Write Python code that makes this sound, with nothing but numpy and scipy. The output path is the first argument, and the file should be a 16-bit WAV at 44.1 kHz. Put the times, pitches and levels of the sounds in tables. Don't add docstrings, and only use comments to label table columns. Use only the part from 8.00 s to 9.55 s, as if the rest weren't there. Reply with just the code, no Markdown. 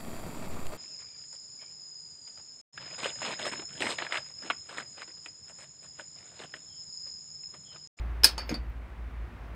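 import sys
import numpy as np
from scipy import signal
from scipy.io import wavfile

SR = 44100
rng = np.random.default_rng(int(sys.argv[2]) if len(sys.argv) > 2 else 0)


def wav_out(sig):
    wavfile.write(sys.argv[1], SR, np.round(np.clip(np.atleast_2d(sig).T, -1, 1) * 32767).astype(np.int16))


N = 68355


def amp(db):
    return 10 ** (np.asarray(db) / 20)


def unit(x):
    return x / np.sqrt(np.mean(x ** 2) + 1e-20)


def level_curve(points, t):
    seconds, db = np.transpose(points)
    return amp(np.interp(t, seconds, db))


def read(points, hz):
    f, value = np.transpose(points)
    return np.interp(np.log(hz + 1), np.log(f), value)


def add(mix, s, sound):
    start = max(round(s * SR), 0)
    part = mix[start:][:len(sound)]
    part += sound[:len(part)]


def colour(x, db_at):
    size = 4096
    hz = abs(np.fft.fftfreq(size, 1 / SR)) + 1
    log_gain = np.log(amp(np.maximum(db_at(hz), -100)))
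    response = np.exp(np.conj(signal.hilbert(log_gain)))
    taps = np.fft.ifft(response).real[:size // 2]
    return signal.fftconvolve(x, taps)[:len(x)]


def noise(spectrum):
    white = rng.standard_normal(N + SR)
    shaped = colour(white, lambda f: read(spectrum, f))
    return unit(shaped[SR:])


def fade(t, t60):
    return np.exp(-np.log(1000) * t / t60)


def ring_mode(t, hz, t60):
    return fade(t, t60) * np.sin(2 * np.pi * hz * t)


# frequency in Hz, time to fall 60 dB in seconds.
ROOM_DECAY = [(150, 0.25), (700, .22), (2300, 0.2062), (5000, 0.16), (9000, 0.11), (15000, 0.15)]
ROOM_ONSET_S = 0.0063


def room(x):
    t = np.arange(SR // 2) / SR
    signs = rng.choice([-1., 1.], len(t))
    taps = signs * (rng.random(len(t)) < 5000 / SR)
    hz, when, bands = signal.stft(taps, SR, nperseg=256)
    decay = amp(-60 * when / read(ROOM_DECAY, hz)[:, None])
    tail = signal.istft(bands * decay, SR)[1][:len(t)]
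    tail *= np.minimum(t / ROOM_ONSET_S, 1) ** 2
    return signal.fftconvolve(x, tail / np.linalg.norm(tail))[:N]


# delay in seconds, gain as a plain factor.
EARLY_ECHOES = [(.0020, .35), (.0057, .2), (.0089, .2), (0.0109, .15), (0.0187, .1)]


def reflected(x):
    out = x.copy()
    for delay, gain in EARLY_ECHOES:
        add(out, delay, gain * x)
    return out


# time in seconds, level in dB before HUM_DB is added.
HUM_LEVEL = [(0.0, -32.5), (0.056, -35), (0.252, -37.5), (0.282, -50), (0.328, -41.5), (0.478, -42),
             (0.49, -38.5), (0.56, -46), (0.594, -32.5), (0.658, -44), (0.7, -32.5), (0.738, -52),
             (0.76, -38), (0.866, -45), (0.884, -56), (0.924, -39.5), (0.964, -56.5), (0.98, -42),
             (1.078, -38), (1.106, -53), (1.138, -41), (1.232, -35), (1.31, -56), (1.356, -41.5),
             (1.378, -55), (1.42, -38.5), (1.45, -50), (1.464, -44), (1.55, -44)]
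HUM_DB, OCTAVE_DB = 1.5, -18.5
HUM_HZ, HUM_SAG_HZ_PER_S = 56.93, 1.2
HUM_WAVER = 0.21


def hum():
    t = np.arange(N) / SR
    phase = 2 * np.pi * np.cumsum(HUM_HZ - HUM_SAG_HZ_PER_S * t) / SR
    wobble = sum(np.sin(2 * np.pi * (f * t + rng.random())) for f in np.geomspace(5, 16, 10))
    phase += HUM_WAVER * unit(wobble)
    tone = np.sin(phase) + amp(OCTAVE_DB) * np.sin(2 * phase)
    return amp(HUM_DB) * level_curve(HUM_LEVEL, t) * unit(tone)


# frequency in Hz, relative strength in dB per Hz.
AIR_SPECTRUM = [(25, -8.5), (48, 1), (72, 13.5), (100, 5.5), (170, 1), (300, -1), (450, -6.5), (700, -6.5),
                (1300, -8), (2200, -12), (3200, -22), (5000, -31.5), (8000, -41.5)]
# time in seconds, level in dB.
AIR_LEVEL = [(0, -45.5), (.45, -47.5), (.8, -49.5), (1.25, -48), (1.55, -47)]
# frequency in Hz, relative strength in dB per Hz.
HISS_SPECTRUM = [(1000, 3.5), (5000, -1.5), (8000, -2), (12000, -7.5), (13000, -8.5), (15000, -10)]
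HISS_DB = -75.5


def background():
    t = np.arange(N) / SR
    air = noise(AIR_SPECTRUM) * level_curve(AIR_LEVEL, t)
    return hum() + air + amp(HISS_DB) * noise(HISS_SPECTRUM)


# centre in seconds, half length in seconds, level in dB, centre pitch in Hz, width in octaves.
BRUSH_STROKES = [(0.411, 0.037, -51, 1540, 0.99), (.49, .03, -68, 14500, .06), (0.515, 0.036, -51, 1780, 1),
                 (.698, 0.0027, -64, 14500, .2), (1.432, 0.057, -80, 5360, 0.42)]


def brushes():
    t, out = np.arange(N) / SR, np.zeros(N)
    for s, half, db, hz, octaves in BRUSH_STROKES:
        white = rng.standard_normal(N)
        rub = colour(white, lambda f: -6 * (np.log2(f / hz) / octaves) ** 2)
        swell = np.exp(-((t - s) / half) ** 2)
        out += amp(db) * unit(rub) * swell
    return out + amp(-6) * room(out)


# start in seconds, level in dB, pitch in Hz above which the contact excites the boards less.
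HEEL_BUMPS = [(.2475, -30, 1300), (0.5033, -31, 500), (0.5116, -21, 380), (0.5248, -21.5, 250),
              (0.54, -26, 190)]
# frequency in Hz, relative level in dB, time to fall 60 dB in seconds.
BOARD_MODES = [(168, -11.5, .13), (233.5, -5, 0.087), (295.4, 0, 0.068), (438.8, -5, 0.042),
               (560, -7, 0.058), (714, -7, 0.038), (921, -9.5, .04)]
BUMP_RISE_S, WOOD_WET_DB = 0.002514, -10


def table():
    t = np.arange(SR // 3) / SR
    rise = 1 - np.exp(-t / BUMP_RISE_S)
    out = np.zeros(N)
    for s, bump_db, top_hz in HEEL_BUMPS:
        thump = np.zeros(len(t))
        for hz, db, t60 in BOARD_MODES:
            softness = 1 / np.sqrt(1 + (hz / top_hz) ** 4)
            thump += amp(db) * softness * ring_mode(t, hz, t60)
        add(out, s, amp(bump_db) * thump * rise)
    return out + amp(WOOD_WET_DB) * room(out)


# start in seconds, ring level in dB, click level in dB, grit level in dB,
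# treble tilt in dB per octave, place struck (rounded to 0, 1, 2 or 3),
# factor on each mode's ring time (below 1, the grip shortens the ring).
CONTACTS = [(.2351, -10, -21, -22.5, -3.5, 0.5, 0.59), (.2433, -0.5, 2.5, -10, .5, 0, 0.97),
            (.3797, -32.5, -20, -31, -6, 1, 1.37), (0.3918, -46, -17, -37.5, -5.5, 1.5, 1.9),
            (.4928, -34, -28, -31.5, -7, 2, 0.69), (0.5136, -41, -32, -38, -7, 0, 0.75),
            (.5420, -31.5, -25, -35, -7, 3, 0.47)]
# frequency in Hz, time to fall 60 dB in seconds before the contact's factor,
# then four relative levels in dB, for a strike at place 0, 1, 2 and 3.
GLASS_MODES = [(1702, 0.046, -15.5, -24, -12, -26), (2396, 0.078, -33, -19, -5, -8),
               (3888, .05, -25, -36, -29, -26), (4300, 0.11, -17.5, -17, -14, -4),
               (4421, .085, -19, -20, -18, -7), (4537, 0.093, -24.5, -3, -16.5, -7),
               (4610, 0.16, -24, -5, -9.5, 0.5), (4995, .025, -7.5, -20, -15, -20),
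               (5087, 0.032, -1.5, -4, 4.5, -8), (5145, .115, -18, -8, -6, -12),
               (6578, .09, -37, -10, -3, -36), (7240, 0.074, -33, -26, -24, -17),
               (9400, .07, -25, -17.5, -17, -19.5), (10600, 0.049, -33, -30, -26, -22),
               (11805, .027, -12.5, -23, -14, -17), (13378, .12, -43, -33, -23, -30),
               (14360, 0.0412, -31.5, -36, -24, -38), (14950, .05, -28.5, -25, -20, -33)]
# frequency in Hz, relative gain in dB.
CLICK_SPECTRUM = [(110, -23.5), (260, -4), (700, 0), (1000, -2.5), (1600, -1.5), (3000, -2), (4800, -0.5),
                  (6000, -3), (8000, -6), (9500, -3), (12000, -14.5), (12900, -20.5), (14800, -15),
                  (16000, -23)]
SWELL_S = 0.001
CLICK_T60_S, CHATTER_T60_S, CHATTER_DB = 0.0055, 0.044, 0
RING_WET_DB, CLICK_WET_DB = -14.5, -4


def glass_ring(t, place, free):
    ring = np.zeros(len(t))
    for hz, t60, *place_dbs in GLASS_MODES:
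        ring += amp(place_dbs[round(place)]) * ring_mode(t, hz, t60 * free)
    return ring * (1 - np.exp(-t / SWELL_S))


def contact_click(t, click_db, grit_db, tilt_db):
    grit_fade = fade(t, CLICK_T60_S) + amp(CHATTER_DB) * fade(t, CHATTER_T60_S)
    grit = rng.standard_normal(len(t)) * grit_fade
    force = amp(click_db) * (t == 0) + amp(grit_db) * grit

    def tone(f):
        return read(CLICK_SPECTRUM, f) + tilt_db * np.log2(np.maximum(f, 1200) / 3000)

    return colour(force, tone)


def bottle():
    t = np.arange(SR // 2) / SR
    rings, clicks = np.zeros((2, N))
    for s, ring_db, click_db, grit_db, tilt_db, place, free in CONTACTS:
        add(rings, s, amp(ring_db) * glass_ring(t, place, free))
        add(clicks, s, contact_click(t, click_db, grit_db, tilt_db))
    to_room = amp(RING_WET_DB) * rings + amp(CLICK_WET_DB) * clicks
    return reflected(rings + clicks) + room(to_room)


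def scene():
    mix = background() + brushes() + table() + bottle()
    return mix[None]


CEILING, CUTOFF_HZ = .85, 15900


def record(dry):
    held = dry / (1 + (dry / CEILING) ** 8) ** (1 / 8)
    low_pass = signal.firwin(401, CUTOFF_HZ, window=("kaiser", 9), fs=SR)
    return signal.oaconvolve(held, low_pass[None], "same")


dry = scene()
out = record(dry)
wav_out(out)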